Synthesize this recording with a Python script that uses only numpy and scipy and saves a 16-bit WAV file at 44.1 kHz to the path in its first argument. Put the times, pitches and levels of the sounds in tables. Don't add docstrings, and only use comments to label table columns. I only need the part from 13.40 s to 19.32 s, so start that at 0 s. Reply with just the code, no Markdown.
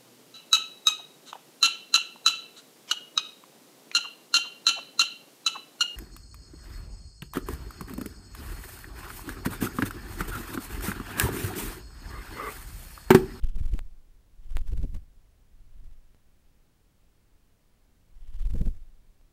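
import sys
import numpy as np
from scipy import signal
from scipy.fft import rfft, irfft, next_fast_len
from scipy.io import wavfile
from scipy.ndimage import map_coordinates

SR = 44100
rng = np.random.default_rng(int(sys.argv[2]) if len(sys.argv) > 2 else 0)


def to_wav(sig):
    pcm = np.clip(np.atleast_2d(sig), -1, 1) * 32767
    pcm = np.round(pcm).astype(np.int16)
    wavfile.write(sys.argv[1], SR, pcm.T)


N = 261072
TIME_S = np.arange(N) / SR

# time_s, polarity, swell_db, width_s, rebound_delay_s, rebound_db, eddy_relative_db
CLOSE_FLAPS = [(0.042, -1, -12, 0.009, 0.027, -23, -48.5), (0.092, -1, -18.5, 0.014, 0.03, -63, -61),
               (0.159, 1, -17.5, 0.012, 0.034, -20.5, -48.5), (0.212, 1, -18, 0.0052, 0.0063, -28, -54.5),
               (0.239, 1, -23.5, 0.024, 0.02, -16.5, -48), (0.287, 1, -23, 0.023, 0.05, -21, -75),
               (0.338, 1, -11.5, 0.0088, 0.043, -24.5, -37), (1.158, -1, -14.5, 0.01, 0.028, -19.5, -48),
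               (1.213, -1, -19, 0.012, 0.012, -40.5, -65), (1.282, 1, -21.5, 0.023, 0.014, -22, -58),
               (1.323, -1, -21, 0.014, 0.01, -15, -40), (1.378, -1, -18.5, 0.015, 0.016, -22, -45),
               (1.399, -1, -20.5, 0.0054, 0.019, -29, -51), (1.434, 1, -19.5, 0.011, 0.016, -23, -35.5),
               (1.549, 1, -18.5, 0.011, 0.017, -23.5, -44.5), (2.433, 1, -50, 0.0054, 0.01, -58, -68),
               (5.057, -1, -17, 0.0086, 0.013, -19.5, -56), (5.106, -1, -19.5, 0.016, 0.015, -43, -53),
               (5.14, 1, -17.5, 0.0074, 0.024, -17.5, -36.5), (5.188, 1, -18, 0.024, 0.0083, -24.5, -49),
               (5.214, -1, -14.5, 0.0079, 0.022, -52, -32.5), (5.261, 1, -17, 0.012, 0.019, -19, -34)]
# first_s, last_s, first_db, last_db
BEAT_RUNS = [(0.462, 0.764, -31, -48), (0.935, 1.116, -53, -19.5), (1.588, 1.837, -43.5, -44),
             (2.144, 2.455, -45, -30), (2.52, 2.713, -31.5, -46.5), (4.767, 5.011, -35, -18),
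             (5.36, 5.767, -26.5, -60)]
# arrive_s, leave_s, level_db, rise_db_per_s, fall_db_per_s
WAKES = [(0.25, 0.39, -37, 25, 140), (1.32, 1.56, -34.5, 55, 200), (2.42, 2.48, -49, 35, 150),
         (5.16, 5.3, -30, 72, 260)]
# start_s, end_s, rate_hz, first_db, last_db
SONAR_RUNS = [(0.026, .30, 65, -51.5, -69), (1.024, 1.24, 71, -66, -64), (2.277, 2.47, 55, -69, -72),
              (4.81, 5.045, 77, -66, -56.5)]
# time_s, peak_db
SHARP_CLICKS = [(0.3916, -27.5), (1.1694, -22)]
SOFT_CLICKS = [(2.7469, -48), (5.8127, -53.5)]
# frequency_hz, relative_density_db
EDDY_SPECTRUM = [(60, -31), (110, -1.5), (175, -1.5), (250, -9), (360, -13), (480, -18), (700, -32.5),
                 (1200, -49), (3000, -66)]
WAKE_SPECTRUM = [(10, -11.5), (22, 2), (45, -2), (80, -10.5), (130, -23.5), (220, -32.5), (450, -48),
                 (900, -82), (2000, -66)]
HISS_SPECTRUM = [(200, -24), (600, 11.5), (1500, 9.5), (3000, 7.5), (5000, 3.5), (8000, 1.5), (11000, -1),
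                 (15500, -5)]
NIGHT_SPECTRUM = [(10, 6), (22, 7), (65, -5.5), (100, -8), (150, -11.5), (300, -17), (700, -24.5),
                  (1200, -28), (3000, -31.5), (6000, -34.5), (15500, -37.5)]


def close_flaps(rebound_width_ratio=0.66):
    time_s, polarity, swell_db, width_s, delay_s, rebound_db, _ = np.transpose(CLOSE_FLAPS)
    swell = swells(time_s, polarity * amp(swell_db), width_s)
    rebound = swells(time_s + delay_s, polarity * amp(rebound_db), rebound_width_ratio * delay_s)
    return swell - rebound


def wingbeats(beat_hz=16.2, flip_s=0.0082, span_s=0.01):
    impulses = np.zeros(N)
    for first_s, last_s, first_db, last_db in BEAT_RUNS:
        count = round((last_s - first_s) * beat_hz) + 1
        beat_samples = np.searchsorted(TIME_S, np.linspace(first_s, last_s, count))
        impulses[beat_samples] += amp(np.linspace(first_db, last_db, count))
    offset_s = np.arange(-SR // 10, SR // 10) / SR
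    beat = np.tanh(offset_s / flip_s) / np.cosh(offset_s / span_s)
    return signal.fftconvolve(impulses, beat, "same")


def eddies(gain_db=1.5, life_s=0.012, lag_s=0.0032):
    time_s, _, swell_db, _, delay_s, rebound_db, eddy_db = np.transpose(CLOSE_FLAPS)
    middle_s = time_s + delay_s / (1 + amp(swell_db - rebound_db) ** 2)
    power = swells(middle_s + lag_s, amp(eddy_db + gain_db) ** 2, life_s)
    return np.sqrt(power) * noise(EDDY_SPECTRUM)


def wake(linger_db=-31.5, linger_fall_db_per_s=5.5):
    envelope = np.zeros(N)
    for arrive_s, leave_s, level_db, rise_db_per_s, fall_db_per_s in WAKES:
        before_s = np.maximum(arrive_s - TIME_S, 0)
        after_s = np.maximum(TIME_S - leave_s, 0)
        build = amp(level_db - rise_db_per_s * before_s)
        decay = amp(-fall_db_per_s * after_s) + amp(linger_db - linger_fall_db_per_s * after_s)
        envelope += build * decay
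    return envelope * noise(WAKE_SPECTRUM)


def sonar(pitch_hz=3080, width_s=0.0008, scatter_db=2, jitter_periods=0.04):
    envelope = np.zeros(N)
    for start_s, end_s, rate_hz, first_db, last_db in SONAR_RUNS:
        times_s = np.arange(start_s, end_s, 1 / rate_hz)
        level_draw, time_draw = rng.standard_normal((len(times_s), 2)).T
        level_db = np.linspace(first_db, last_db, len(times_s)) + scatter_db * level_draw
        envelope += swells(times_s + jitter_periods * time_draw / rate_hz, amp(level_db), width_s)
    return envelope * np.sin(2 * np.pi * pitch_hz * TIME_S + 0.2 * wobble(rate_hz=1400))


def recorder_hiss(pressure, stirred, thump_gain_db=-39, exponent=0.94, stir_gain_db=-46, flicker_db=4):
    thump_level = amp(thump_gain_db) * np.abs(pressure) ** exponent
    envelope = np.hypot(thump_level, amp(stir_gain_db) * stirred)
    flicker = amp(flicker_db * np.tanh(wobble(rate_hz=350)))
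    return envelope * unit_rms(flicker * noise(HISS_SPECTRUM))


def clicks(width_s=0.00019, relax_s=0.0023):
    out = np.zeros(N)
    for time_s, peak_db in SHARP_CLICKS:
        out[round(time_s * SR):][:round(width_s * SR)] -= amp(peak_db)
    step = np.exp(-TIME_S[:SR // 100] / relax_s)
    for time_s, peak_db in SOFT_CLICKS:
        out[round(time_s * SR):][:len(step)] -= amp(peak_db) * step
    return out


def night(level_db=-61):
    return amp(level_db) * noise(NIGHT_SPECTRUM)


def camera_whine(level_db=-91, pitch_hz=15625):
    return amp(level_db) * np.sin(2 * np.pi * pitch_hz * TIME_S)


def amp(level_db):
    return 10 ** (np.asarray(level_db) / 20)


def unit_rms(x):
    return x / np.sqrt(np.mean(x ** 2) + 1e-20)


def filtered(x, response):
    size = next_fast_len(N + SR // 2)
    return irfft(rfft(x, size) * response(np.fft.rfftfreq(size, 1 / SR)), size)[:N]


def noise(spectrum):
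    points_hz, points_db = np.transpose(spectrum)
    response = lambda hz: amp(np.interp(np.log(hz + 1), np.log(points_hz), points_db))
    return unit_rms(filtered(rng.standard_normal(N), response))


def wobble(rate_hz):
    knots = rng.standard_normal(int(N * rate_hz / SR) + 4)
    return map_coordinates(knots, [TIME_S * rate_hz])


def swells(times_s, peaks, widths_s):
    out = np.zeros(N)
    for time_s, peak, width_s in np.broadcast(times_s, peaks, widths_s):
        near = slice(*np.searchsorted(TIME_S, [time_s - 10 * width_s, time_s + 10 * width_s]))
        out[near] += peak / np.cosh(2 * np.arccosh(2) * (TIME_S[near] - time_s) / width_s)
    return out


def scene():
    pressure = wingbeats() + close_flaps()
    stirred = eddies() + wake()
    hiss = recorder_hiss(pressure, stirred)
    return (pressure + stirred + hiss + sonar() + clicks() + night() + camera_whine())[None]


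def record(dry, leak_hz=3, band_limit_hz=15850):
    response = lambda hz: 1j * hz / (leak_hz + 1j * hz) * (hz < band_limit_hz)
    return np.array([filtered(channel, response) for channel in dry])


dry = scene()
out = record(dry)
to_wav(out)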